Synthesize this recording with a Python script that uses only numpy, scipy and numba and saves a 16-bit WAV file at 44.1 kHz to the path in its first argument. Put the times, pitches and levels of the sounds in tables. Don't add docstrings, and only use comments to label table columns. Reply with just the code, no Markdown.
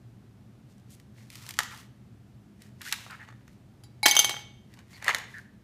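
import sys
import numpy as np
from scipy import signal
from scipy.fft import rfft, irfft
from scipy.io import wavfile
from numba import njit

SR = 44100
rng = np.random.default_rng(int(sys.argv[2]) if len(sys.argv) > 2 else 0)


def master(y):
    cut = np.clip(np.atleast_2d(y).T, -1, 1)
    pcm = np.round(cut * 32767)
    wavfile.write(sys.argv[1], SR, pcm.astype(np.int16))


N = 248283

# frequency in Hz, filter gain in dB.
CRACK_COLOUR = [(1060, -43.5), (1800, -9), (2060, -7.5), (2460, -8.5), (4860, -9), (6140, -10),
                (15300, -19.5)]


def amp(db):
    return 10 ** (np.asarray(db) / 20)


def rms_one(x):
    return x / np.sqrt(np.mean(x ** 2) + 1e-20)


def filtered(x, order, hz, kind):
    return signal.sosfilt(signal.butter(order, hz, kind, fs=SR, output="sos"), x)


def at_hz(points, hz):
    point_hz, value = np.array(points).T
    return np.interp(np.log(hz), np.log(point_hz), value)


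def colour(x, spectrum):
    hz = np.maximum(np.fft.rfftfreq(4096, 1 / SR), 1)
    cepstrum = irfft(np.log(amp(at_hz(spectrum, hz))))
    cepstrum[1:2048] *= 2
    cepstrum[2049:] = 0
    impulse = irfft(np.exp(rfft(cepstrum)))
    return signal.oaconvolve(x, impulse)[:len(x)]


def ring(clicks, hz, t60):
    r = amp(-60 / (t60 * SR))
    w = 2 * np.pi * hz / SR
    return signal.lfilter([0, np.sin(w)], [1, -2 * r * np.cos(w), r * r], clicks + 1e-18)


@njit
def glide(x, hz, r, rate):
    out = np.zeros(len(x))
    for i in range(2, len(x)):
        feedback = 2 * r * np.cos(2 * np.pi * hz[i] / rate) * out[i - 1] - r * r * out[i - 2]
        out[i] = x[i] - x[i - 2] + feedback
    return out


def clicks_at(times, sizes):
    out = np.zeros(N)
    out[np.round(np.asarray(times) * SR).astype(int)] = sizes
    return out


def bursts(times, sizes, t60):
    r = amp(-60 / (t60 * SR))
    envelope = signal.lfilter([1], [1, -r], clicks_at(times, sizes) + 1e-18)
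    return envelope * rng.standard_normal(N)


def grains(per_s, spread_db):
    size_db = spread_db * np.minimum(rng.exponential(1, N), 4)
    sizes = amp(size_db) * rng.choice([-1, 1], N)
    return rms_one(sizes * (rng.random(N) < per_s / SR))


def snaps():
    # start in seconds, jolt of the body in dB, crack in dB.
    first_snaps = [(0.781, -83, -46), (0.798, -82, -49), (0.999, -54.5, -38), (1.302, -83, -27),
                   (1.355, -49, -24), (1.418, -69.5, -40.5), (1.465, -42, -24.5), (1.49, -41.5, -16.5),
                   (1.508, -43.5, -21), (1.539, -66, -25), (1.569, -53.5, -33.5), (1.589, -14.5, -2),
                   (1.633, -58, -18.5), (1.689, -50, -37), (1.775, -49, -32), (2.62, -64.5, -29.5),
                   (2.816, -81, -20.5), (2.915, -54, -22.5), (2.925, -31, -3.5), (3.064, -38, -59),
                   (3.108, -57, -27.5), (3.215, -47, -62), (3.239, -55, -60), (3.287, -40, -49),
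                   (3.325, -48.5, -60), (3.479, -47, -41.5), (3.529, -75, -52), (4.739, -89.5, -34),
                   (4.79, -43, -36), (4.931, -47, -38.5), (5.025, -33, -30), (5.044, -46, -18),
                   (5.064, -27.5, -40), (5.081, -12.5, -12.5), (5.092, -14, -33), (5.147, -19.5, -8.5),
                   (5.184, -35, -19.5), (5.383, -66, -34)]
    # delay in seconds, change of the jolt in dB, change of the crack in dB.
    rebounds = [(.008, -14.5, -24.5), (.015, -11.5, -17)]
    rows = np.array(first_snaps)
    s, jolt_db, crack_db = np.vstack([rows] + [rows + rebound for rebound in rebounds]).T
    jolt = tray_body(clicks_at(s, amp(jolt_db)) + bursts(s, amp(jolt_db - 15), t60=0.014))
    crack = colour(bursts(s, amp(crack_db), t60=0.018), CRACK_COLOUR)
    return jolt + crack


def tray_body(x):
    # frequency in Hz, width in Hz before the widening below, level in dB.
    body_modes = [(436, 89, -19), (927, 130, -6.5), (1184, 64, -6.5), (1870, 330, 1.5), (2960, 29, -18),
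                  (3590, 110, -14), (4440, 48, -21.5), (6500, 380, -11.5)]
    widening_hz = 90
    rings = 0
    for k, (hz, width_hz, db) in enumerate(body_modes):
        sign = (-1) ** k
        rings = rings + sign * amp(db) * ring(x, hz, 2.31 / (width_hz + widening_hz))
    return filtered(rings, 2, 380, "high")


def handling():
    # start in seconds, hold in seconds,
    # creak of the body in dB, rubbing in dB, pitch of the bent cell in Hz.
    squeezes = [(0.70, 0.03, -93, -71.5, 1280), (0.913, 0.023, -90, -62, 1640),
                (1.18, 0.055, -67.5, -64.5, 1970), (1.329, 0.043, -64.5, -54.5, 1220),
                (1.424, 0.079, -56.5, -54.5, 1340), (1.591, 0.06, -58, -53, 1100),
                (1.709, 0.092, -63, -54.5, 1110), (2.62, 0.045, -67, -64.5, 1940),
                (2.858, 0.033, -56.5, -44, 1840), (2.963, 0.081, -56.5, -55, 1750),
                (3.091, 0.056, -58, -65, 1640), (3.206, 0.083, -58, -80, 1730),
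                (3.365, 0.053, -73.5, -87, 1800), (3.48, .06, -78, -73, 1660), (4.712, .03, -71, -72, 1920),
                (4.774, 0.012, -59.5, -80, 1450), (4.911, 0.074, -63.5, -61.5, 2048),
                (5.077, 0.028, -34, -61, 1950), (5.168, 0.05, -45.5, -79, 1723),
                (5.301, 0.093, -64, -63, 1620)]
    rise_db_per_s, fall_db_per_s = 404.5, 236.5
    cell_width_hz = 380
    t = np.arange(N) / SR
    creaking, rubbing = np.zeros(N), np.zeros(N)
    for start, hold, creak_db, rub_db, _ in squeezes:
        rise_db = rise_db_per_s * (t - start)
        fall_db = fall_db_per_s * (start + hold - t)
        shape = amp(np.minimum(0, np.minimum(rise_db, fall_db)))
        creaking += amp(creak_db) * shape
        rubbing += amp(rub_db) * shape

    start, hold, *_, pitch = np.transpose(squeezes)
    cell_hz = np.interp(t, start + hold / 2, pitch)
    slips = grains(per_s=1300, spread_db=4.0)
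    cell = rms_one(glide(slips, cell_hz, np.exp(-np.pi * cell_width_hz / SR), SR))
    creak = creaking * rms_one(cell + .8 * rms_one(tray_body(slips)))
    rub = rubbing * rms_one(colour(grains(per_s=3000, spread_db=3.0), CRACK_COLOUR))
    return creak + rub


def rubs_and_squeaks():
    # start in seconds, end in seconds, first pitch in Hz,
    # last pitch in Hz, width of one resonance pass in Hz, level ahead of the fades in dB.
    rub_rows = [(0.694, .735, 4950, 4950, 8000, -74.5), (0.896, .96, 6760, 6170, 14000, -60),
                (1.707, 1.754, 1680, 940, 900, -49), (2.806, 2.834, 1500, 1600, 1200, -48.5),
                (2.917, 2.943, 1300, 1770, 900, -37), (2.85, 2.908, 1290, 2160, 495, -45),
                (3.093, 3.159, 1330, 1510, 1080, -45.5), (3.195, 3.238, 1780, 1760, 350, -48),
                (4.928, 4.975, 2150, 2240, 250, -59), (4.931, 4.976, 4530, 4370, 600, -57),
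                (5.086, 5.118, 1700, 2100, 790, -27), (5.331, 5.403, 1810, 1614, 261, -45)]
    out = np.zeros(N)
    slips = grains(per_s=5000, spread_db=3.5)
    for start, end, first_hz, last_hz, width_hz, db in rub_rows:
        a, b = round(start * SR), round(end * SR)
        hz = np.linspace(first_hz, last_hz, b - a)
        r = np.exp(-np.pi * width_hz / SR)
        resonant = glide(glide(slips[a:b], hz, r, SR), hz, r, SR)
        out[a:b] += amp(db) * rms_one(resonant) * signal.windows.tukey(b - a, .3)
    return out


def beaker():
    # start in seconds, ring in dB ahead of the settling,
    # height of the blow (0 base to 1 rim), knock in dB, hardness in dB per octave.
    clinks = [(3.836, -51.5, 0.49, -42, 2), (4.030, -21, 0.93, -22.5, 2.5), (4.057, -20, .02, -4, 0.5),
              (4.061, -16.5, .75, 3, 2.5), (4.081, -17, .52, -10.5, 2), (4.111, -22, .01, -29, 4.5),
              (4.152, -34, 0.49, -19, 4.5), (4.166, -17, 0.013, -5.5, 0.9), (4.191, -11, 0.12, -8.5, 4),
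              (4.245, -19, 0.24, -14.5, 3.5), (4.294, -29.5, 0.66, -13.5, 2),
              (4.308, -28.5, 0.21, -23, -4.5), (4.320, -44, 0.092, -32, -6), (4.342, -48, .15, -23.5, -6),
              (4.366, -29.5, 0.13, -25, -6.5), (4.392, -54, 0.12, -34, 1)]
    # frequency in Hz, t60 in seconds ahead of the settling.
    glass_modes = [(830, .4), (1380, .03), (1962, .13), (2229, .8), (2860, .06), (3080, .055), (3180, .055),
                   (3600, .06), (3920, .25), (4097, .12), (4300, .14), (4698, .15), (4728, .2), (5160, .17),
                   (6125, .03), (6220, .045), (6335, .035), (7122, .12), (7709, .15), (9000, .045),
                   (9250, .07), (10137, .065), (10600, .05), (11935, .04), (12680, .05), (13100, .035),
                   (14210, .03), (14840, .03)]
    on_rim = [0.5, -28, -23, 0.5, -32.5, -33.5, -38.5, -31, -9.5, -2, -18, -21, -8.5, -23.5, -32.5, -36,
              -19.5, -25.5, -31.5, -30.5, -25, -14, -20, -26.5, -27, -32, -32, -28]
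    on_side = [-7.5, -24, -13, -36, -28, -27.5, -30, -25, -11, -20.5, -15.5, -5, -16, -15, -33, -39.5, -23,
               -15, -21.5, -29.5, -22, -10, -19, -18, -20, -29, -35, -33.5]
    on_base = [-20, -15.5, -33, -36.5, -7, 2, 7.5, -2.5, -40.5, -30.5, -27.5, -34.5, -30, -44, 1, 6, 0.5,
               -26.5, -34.5, -12, -28.5, -11.5, -20.5, -12, -28.5, -14, -14.5, -14]
    spill_db = 40.5
    contact_t60_s = .005
    settled_s, settled_t60_s = 4.3, .45

    s, ring_db, height, knock_db, hardness = np.transpose(clinks)
    rim_db, side_db, base_db = (-spill_db * abs(height - part) for part in (1, .5, 0))
    chance_db = 1.5 * rng.normal(0, 1, (len(s), len(glass_modes)))
    out = np.zeros(N)
    live = slice(round((s[0] - .01) * SR), round((s[-1] + 1) * SR))
    for k, (hz, t60) in enumerate(glass_modes):
        share = amp(rim_db + on_rim[k]) + amp(side_db + on_side[k]) + amp(base_db + on_base[k])
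        blow_db = ring_db + hardness * np.log2(hz / 3000) + chance_db[:, k]
        blows = clicks_at(s, share * amp(blow_db))[live]
        out[live] += ring(blows, hz, t60) - ring(blows, hz, contact_t60_s)
    since_settled = np.maximum(np.arange(N) / SR - settled_s, 0)
    out *= amp(-60 * since_settled / settled_t60_s)
    return out + ice(s, knock_db, hardness)


def ice(s, knock_db, hardness):
    knock = bursts(s, amp(knock_db + 0.5), t60=0.017)
    crack = bursts(s, amp(knock_db + 3.3 * hardness - 13.0), t60=0.027)
    rattle = bursts(s, amp(knock_db + 1.2 * hardness - 25.5), t60=0.2)
    dull = filtered(knock, 2, [330, 2200], "band")
    splinter = filtered(crack + rattle, 3, 9200, "high")
    crunch = filtered(crack + rattle, 2, [2300, 7600], "band")
    return dull + amp(-6.5) * splinter + crunch


def room(x):
    # frequency in Hz, t60 in seconds.
    decay_times = [(200, 1), (1000, 0.42), (4000, 0.66), (8000, 0.19), (15000, 0.29)]
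    t = np.arange(SR) / SR
    tail = 0
    for low in 125 * 2. ** np.arange(7):
        band = filtered(rng.standard_normal(SR), 2, [low, 2 * low], "band")
        tail = tail + band * amp(-60 * t / at_hz(decay_times, 1.4 * low))
    tail = tail * (1 - np.exp(-t / 0.0009))
    return signal.oaconvolve(x, tail / np.sqrt(np.sum(tail ** 2)))[:N]


def ventilation():
    # frequency in Hz, relative level in dB.
    air_colour = [(12, -69.5), (20, -32), (43, -11.5), (86, -6.5), (123, 2.5), (146, -9.5), (198, -7.5),
                  (388, -17), (459, -23.5), (678, -23), (1030, -30), (1290, -30), (4940, -40),
                  (14700, -48.5), (16000, -70)]
    # frequency in Hz, approximate width in Hz, rms level in dB.
    fan_tones = [(120.2, 10, -57.5), (207, 30, -60)]
    air_db = -55
    air = colour(rng.standard_normal(N + 4096), air_colour)[4096:]
    out = amp(air_db) * rms_one(air)
    for hz, width_hz, db in fan_tones:
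        tone = ring(rng.standard_normal(N + SR), hz, 2.4 / width_hz)[SR:]
        out += amp(db) * rms_one(tone)
    return out


def scene():
    room_db = -13
    near = snaps() + rubs_and_squeaks() + beaker()
    near = filtered(near, 2, 260, "high")
    return (near + amp(room_db) * room(near) + handling() + ventilation())[None]


def record(dry):
    low_hz, edge_hz, cutoff_hz = 46, 15600, 16400
    dry = filtered(dry, 3, low_hz, "high")
    soft = .7 * np.tanh(dry / .7)
    soft = filtered(soft, 10, edge_hz, "low")
    return signal.sosfilt(signal.cheby2(12, 70, cutoff_hz, fs=SR, output="sos"), soft)


dry = scene()
out = record(dry)
master(out)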